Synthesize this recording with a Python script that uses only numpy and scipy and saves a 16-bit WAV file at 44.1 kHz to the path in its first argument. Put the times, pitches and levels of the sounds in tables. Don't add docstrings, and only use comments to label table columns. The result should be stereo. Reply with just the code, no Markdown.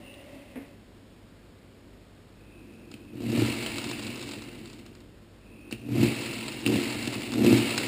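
import sys
import numpy as np
from scipy import signal
from scipy.fft import rfft, irfft
from scipy.io import wavfile
from scipy.ndimage import uniform_filter1d

SR = 44100
rng = np.random.default_rng(int(sys.argv[2]) if len(sys.argv) > 2 else 0)


def store_pcm(level_fs):
    pcm = np.round(np.clip(level_fs, -1, 1) * 32767).astype(np.int16)
    wavfile.write(sys.argv[1], SR, np.atleast_2d(pcm).T)


N = 347067
TIME = np.arange(N) / SR
REFERENCE_TEETH_PER_S = 100

# (frequency [Hz], level [dB])
GEAR_SPECTRUM = [(150, -21), (400, 5.5), (620, 1), (1000, -3.5), (1500, -5.5), (1900, -1.5), (2300, 3),
                 (2520, 3.5), (2700, 8.5), (3000, 1), (3400, -5.5), (3900, 1.5), (4900, -5), (6000, -13.5)]
# (start [s], end [s], hiss [Hz], hiss [dB], frame stir [dB])
LEVER_SLIDES = [(2.3, 3.3, 2570, -64, -49.5), (5.36, 6.0, 2560, -59.5, -46.5)]
# (time [s], knock [dB], frame jolt [dB])
LEVER_CATCHES = [(2.94, -33.5, -32.5), (3.351, -28, -23), (3.662, -19, -39), (5.725, -22.5, -21.5),
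                 (6.663, -11, -13), (7.075, -19.5, -16), (7.464, -19, -7), (7.778, -12.5, -45)]
# (time at the stop [s], stroke length [s], share spent speeding up [0-1],
# top speed [teeth/s], frame judder [dB], foot judder [dB])
LEVER_PULLS = [(3.42, .35, 0.92, 88.4, -24.5, -30), (6.031, 0.24, 0.93, 87, -23.5, -25.5),
               (6.759, 0.12, .45, 90, -23, -35), (7.528, .265, 0.76, 113, -17.5, -28.5)]


def undb(db):
    return 10 ** (np.asarray(db) / 20)


def unit(x):
    return x / np.sqrt(np.mean(x ** 2))


def at_peak(x, db=0):
    return undb(db) * x / np.abs(x).max()


def add(track, time, sound):
    start = int(time * SR)
    track[start:start + len(sound)] += sound[:N - start]


def ring(x, response):
    return signal.fftconvolve(x, response)[:len(x)]


def lowpass(x, hz, order=2):
    return signal.sosfilt(signal.butter(order, hz, fs=SR, output="sos"), x)


def colour(points, size=8192):
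    hz, db = np.transpose(points)
    bins = np.maximum(np.fft.rfftfreq(size, 1 / SR), 1)
    gain = undb(np.interp(np.log(bins), np.log(hz), db))
    cepstrum = irfft(np.log(gain))
    cepstrum[1:size // 2] *= 2
    cepstrum[size // 2 + 1:] = 0
    response = irfft(np.exp(rfft(cepstrum)))
    return response / np.linalg.norm(response)


def modes(rows, size=8192):
    t = TIME[:size]
    response = sum(undb(db) * width * np.exp(-np.pi * width * t) * np.cos(2 * np.pi * hz * t)
                   for hz, width, db in rows)
    return response / np.linalg.norm(response)


def burst(t60, size=32768):
    response = rng.standard_normal(size) * np.exp(-np.log(1000) * TIME[:size] / t60)
    return response / np.linalg.norm(response)


def strengths(spread_db):
    return undb(spread_db * np.clip(rng.standard_normal(N), -2, 2))


def contacts(per_second, spread_db):
    struck = rng.random(N) < per_second / SR
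    return struck * rng.choice([-1, 1], N) * strengths(spread_db)


def even(x, span_s):
    size = int(span_s * SR)
    power = uniform_filter1d(uniform_filter1d(x ** 2, size), size)
    return x / np.sqrt(np.abs(power) + 1e-12)


def swell(start, end, attack_s, release_s):
    return np.clip((TIME - start) / attack_s, 0, 1) * np.clip(1 - (TIME - end) / release_s, 0, 1)


def steady_noise(response):
    return unit(ring(rng.standard_normal(N), response))


def microphone_hiss():
    # (frequency [Hz], density [dB])
    spectrum = [(60, -8.5), (400, -17.5), (1500, -22.5), (5000, -22)]
    return undb(-65) * steady_noise(colour(spectrum))


def kitchen():
    # (frequency [Hz], density [dB])
    room_tone = [(15, -28), (25, -15.5), (54, -0.5), (71, -7.5), (101, -8), (156, -7), (174, -7), (244, -5),
                 (280, -6.5), (550, -14), (790, -21.5), (2730, -26), (5500, -30.5), (7150, -64),
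                 (12100, -120)]
    # (frequency [Hz], level [dB])
    hum_partials = [(50, -61.5), (99.5, -56.5)]
    air = undb(-52.5) * steady_noise(colour(room_tone))
    return air + sum(undb(db) * np.sin(2 * np.pi * hz * TIME) for hz, db in hum_partials)


def worktop():
    # (time [s], level [dB])
    shuffle_levels = [(0, -50.5), (.13, -49), (.35, -48), (.5, -51.5), (.66, -51), (.82, -72), (1.1, -99)]
    # (frequency [Hz], width [Hz], level [dB])
    shuffle_modes = [(272, 31, 12), (560, 35, 7.5), (640, 30, -17), (1960, 380, -10), (2620, 260, -19)]
    bump_modes = [(266, 37, 13.5), (430, 37, 2), (1700, 340, -15.5), (1940, 420, -13.5)]
    out = steady_noise(modes(shuffle_modes)) * undb(np.interp(TIME, *np.transpose(shuffle_levels)))
    blow = burst(t60=.33)
    blow[0] += .5
    bump = lowpass(ring(blow, modes(bump_modes)), hz=2590, order=4)
    add(out, time=.558, sound=at_peak(bump, db=-29.5))
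    tick = ring(burst(t60=.04), modes([(3600, 400, 0)]))
    add(out, time=.14, sound=at_peak(tick, db=-42))
    return out


def friction_hiss(centre_hz):
    grain = lowpass(rng.standard_normal(N) + 1j * rng.standard_normal(N), hz=112)
    return unit(np.real(grain * np.exp(2j * np.pi * centre_hz * TIME)))


def rubbing():
    # (start [s], end [s], frequency [Hz], level [dB])
    early_rubs = [(0, 0.126, 2765, -54), (0.248, 0.663, 2605, -64.5)]
    rubs = sum(undb(db) * friction_hiss(hz) * swell(start, end, attack_s=.061, release_s=.18)
               for start, end, hz, db in early_rubs)
    slides = sum(undb(db) * friction_hiss(hz) * swell(start, end, attack_s=.21, release_s=.19)
                 for start, end, hz, db, _ in LEVER_SLIDES)
    return rubs + slides


def stroke(stop, length_s, share):
    return np.clip((TIME - stop + length_s) / (length_s * share), 0, 1)


def lever(scrape_lead_s=.009):
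    # (frequency [Hz], width [Hz], level [dB])
    lever_modes = [(2050, 440, -48), (2690, 160, 4), (2970, 270, -4.5), (3800, 570, -9.5)]
    wood, loose_parts = modes(lever_modes), colour(GEAR_SPECTRUM)
    out = np.zeros(N)
    for time, db, _ in LEVER_CATCHES:
        knock = wood + undb(6) * ring(wood, burst(t60=.022))
        buzz = undb(2) * ring(loose_parts, burst(t60=.08))
        scrape = ring(loose_parts, burst(t60=.072))
        add(out, time, at_peak(knock + buzz, db))
        add(out, time - scrape_lead_s, at_peak(scrape, db - 18))
    return out


def frame(pace, judder_t60_s=.53, stop_boost_db=15):
    # (frequency [Hz], level [dB])
    frame_spectrum = [(60, -44), (175, -18), (210, 1), (233, 6.5), (255, -2.5), (292, 5), (322, -2.5),
                      (346, 3.5), (385, -9.5), (420, -17.5), (452, -8.5), (520, -21), (680, -20.5),
                      (1100, -37.5)]
    # (frequency [Hz], width [Hz], level [dB])
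    foot_modes = [(101, 69, -2.5), (118.6, 7.9, 20), (154, 11, -9)]
    body = colour(frame_spectrum)
    low_cut = signal.butter(3, 75, "high", fs=SR, output="sos")
    foot = lowpass(signal.sosfilt(low_cut, modes(foot_modes)), hz=151, order=4)
    jolt = at_peak(body) + at_peak(foot, db=-17)
    uneven_db = 1.8 * unit(lowpass(rng.standard_normal(N), hz=15))
    rumble = pace ** 1.04 * undb(uneven_db)
    body_gain, foot_gain = undb(-35) * rumble, undb(-42.5) * rumble
    jolts = np.zeros(N)
    for stop, length_s, share, _, judder_db, foot_db in LEVER_PULLS:
        decay = np.exp(-np.log(1000) * np.maximum(TIME - stop, 0) / judder_t60_s)
        judder = stroke(stop, length_s, share) ** 1.61 * decay
        body_gain = np.hypot(body_gain, undb(judder_db) * judder)
        foot_gain = np.hypot(foot_gain, undb(foot_db) * judder)
        add(jolts, stop, undb(judder_db + stop_boost_db) * jolt)
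    for start, end, _, _, stir_db in LEVER_SLIDES:
        stir = swell(start, end, attack_s=.47, release_s=.19)
        body_gain = np.hypot(body_gain, undb(stir_db) * stir)
    for time, _, jolt_db in LEVER_CATCHES:
        add(jolts, time, undb(jolt_db) * jolt)
    slips = contacts(per_second=240, spread_db=1)
    body_shake = body_gain * even(ring(slips, body), span_s=.022)
    foot_shake = foot_gain * even(ring(slips, foot), span_s=.084)
    return jolts + body_shake + foot_shake


def click(snap, wood):
    return at_peak(ring(burst(t60=.024), snap) + undb(-1) * ring(burst(t60=.08), wood))


def pawl(pace):
    # (frequency [Hz], level [dB])
    pawl_spectrum = [(300, -2), (1500, 9), (2600, -31), (3300, 10), (4200, 10.5), (5200, 11), (6200, -7)]
    # (time [s], peak level [dB])
    hard_snaps = [(2.9143, -35.5), (3.7826, -21), (3.9135, -23), (3.9919, -26.5), (4.067, -25.5),
                  (4.1941, -32.5), (4.2143, -35), (4.2703, -34), (4.2896, -29), (4.3113, -31),
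                  (4.3342, -28), (4.4199, -30.5), (4.6563, -33), (4.6984, -36.5), (4.8627, -37),
                  (4.9506, -41.5), (5.7107, -32), (6.2092, -31), (6.481, -21), (6.6747, -18),
                  (6.8988, -24.5), (7.0255, -26), (7.0768, -25), (7.1287, -29), (7.141, -23.5),
                  (7.2196, -27.5), (7.3194, -24), (7.3368, -23.5), (7.7778, -14.5)]
    snap, wood = colour(pawl_spectrum), colour(GEAR_SPECTRUM)
    ticks = contacts(per_second=28 * pace, spread_db=5) * pace ** .7
    out = undb(-33) * ring(ticks, click(snap, wood))
    for time, db in hard_snaps:
        add(out, time, undb(db) * click(snap, wood))
    return out


def gear_speed(spin_lag_s=.022, friction_teeth_per_s2=50):
    speed = np.ones(N)
    for stop, length_s, share, top_speed, _, _ in LEVER_PULLS:
        release = stop + spin_lag_s
        driven = top_speed * stroke(release, length_s, share)
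        lost = friction_teeth_per_s2 * np.maximum(TIME - release, 0)
        speed = np.maximum(speed, driven - lost)
    return speed


def wheel(mesh_hz, chatter_s=.0028):
    wobble = unit(lowpass(rng.standard_normal(N), hz=24.22))
    teeth_passed = np.cumsum(mesh_hz * (1 + .12 * wobble)) / SR
    strength = strengths(spread_db=2.2)[teeth_passed.astype(int)]
    since_tooth_s = teeth_passed % 1 / mesh_hz
    chatter = strength * np.exp(-since_tooth_s / chatter_s) * contacts(per_second=7000, spread_db=2)
    return unit(chatter + undb(9.5) * ring(chatter, burst(t60=.073)))


def gears(pace, wheel_count=3, speed_ratio=.75):
    mesh_hz = pace * REFERENCE_TEETH_PER_S
    teeth = unit(sum(wheel(mesh_hz * speed_ratio ** k) for k in range(wheel_count)))
    scrape = undb(-.5) * rng.standard_normal(N)
    rattle = even(ring(teeth + scrape, colour(GEAR_SPECTRUM)), span_s=.42)
    return undb(-33) * pace ** 1.85 * rattle


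def scene():
    pace = gear_speed() / REFERENCE_TEETH_PER_S
    model = gears(pace) + pawl(pace) + lever() + rubbing()
    walls = np.pad(burst(t60=.49), (SR // 200, 0))
    mid = frame(pace) + model + undb(-8) * ring(model, walls) + worktop() + kitchen()
    side = undb(-39) * ring(model, burst(t60=.032)) + microphone_hiss()
    return np.array([mid + side, mid - side])


def record(dry, sample_hz=12000, hold=4, top_hz=15300):
    band_limited = lowpass(dry, hz=5650, order=7)
    fast = signal.resample_poly(band_limited, hold * sample_hz, SR, axis=1)
    held = np.repeat(fast[:, ::hold], hold, axis=1)
    mirrored = signal.resample_poly(held, SR, hold * sample_hz, axis=1)[:, :N]
    softened = lowpass(mirrored, hz=14900, order=1)
    steep_cut = signal.ellip(10, .2, 70, top_hz, fs=SR, output="sos")
    return signal.sosfilt(steep_cut, softened)


dry = scene()
out = record(dry)
store_pcm(out)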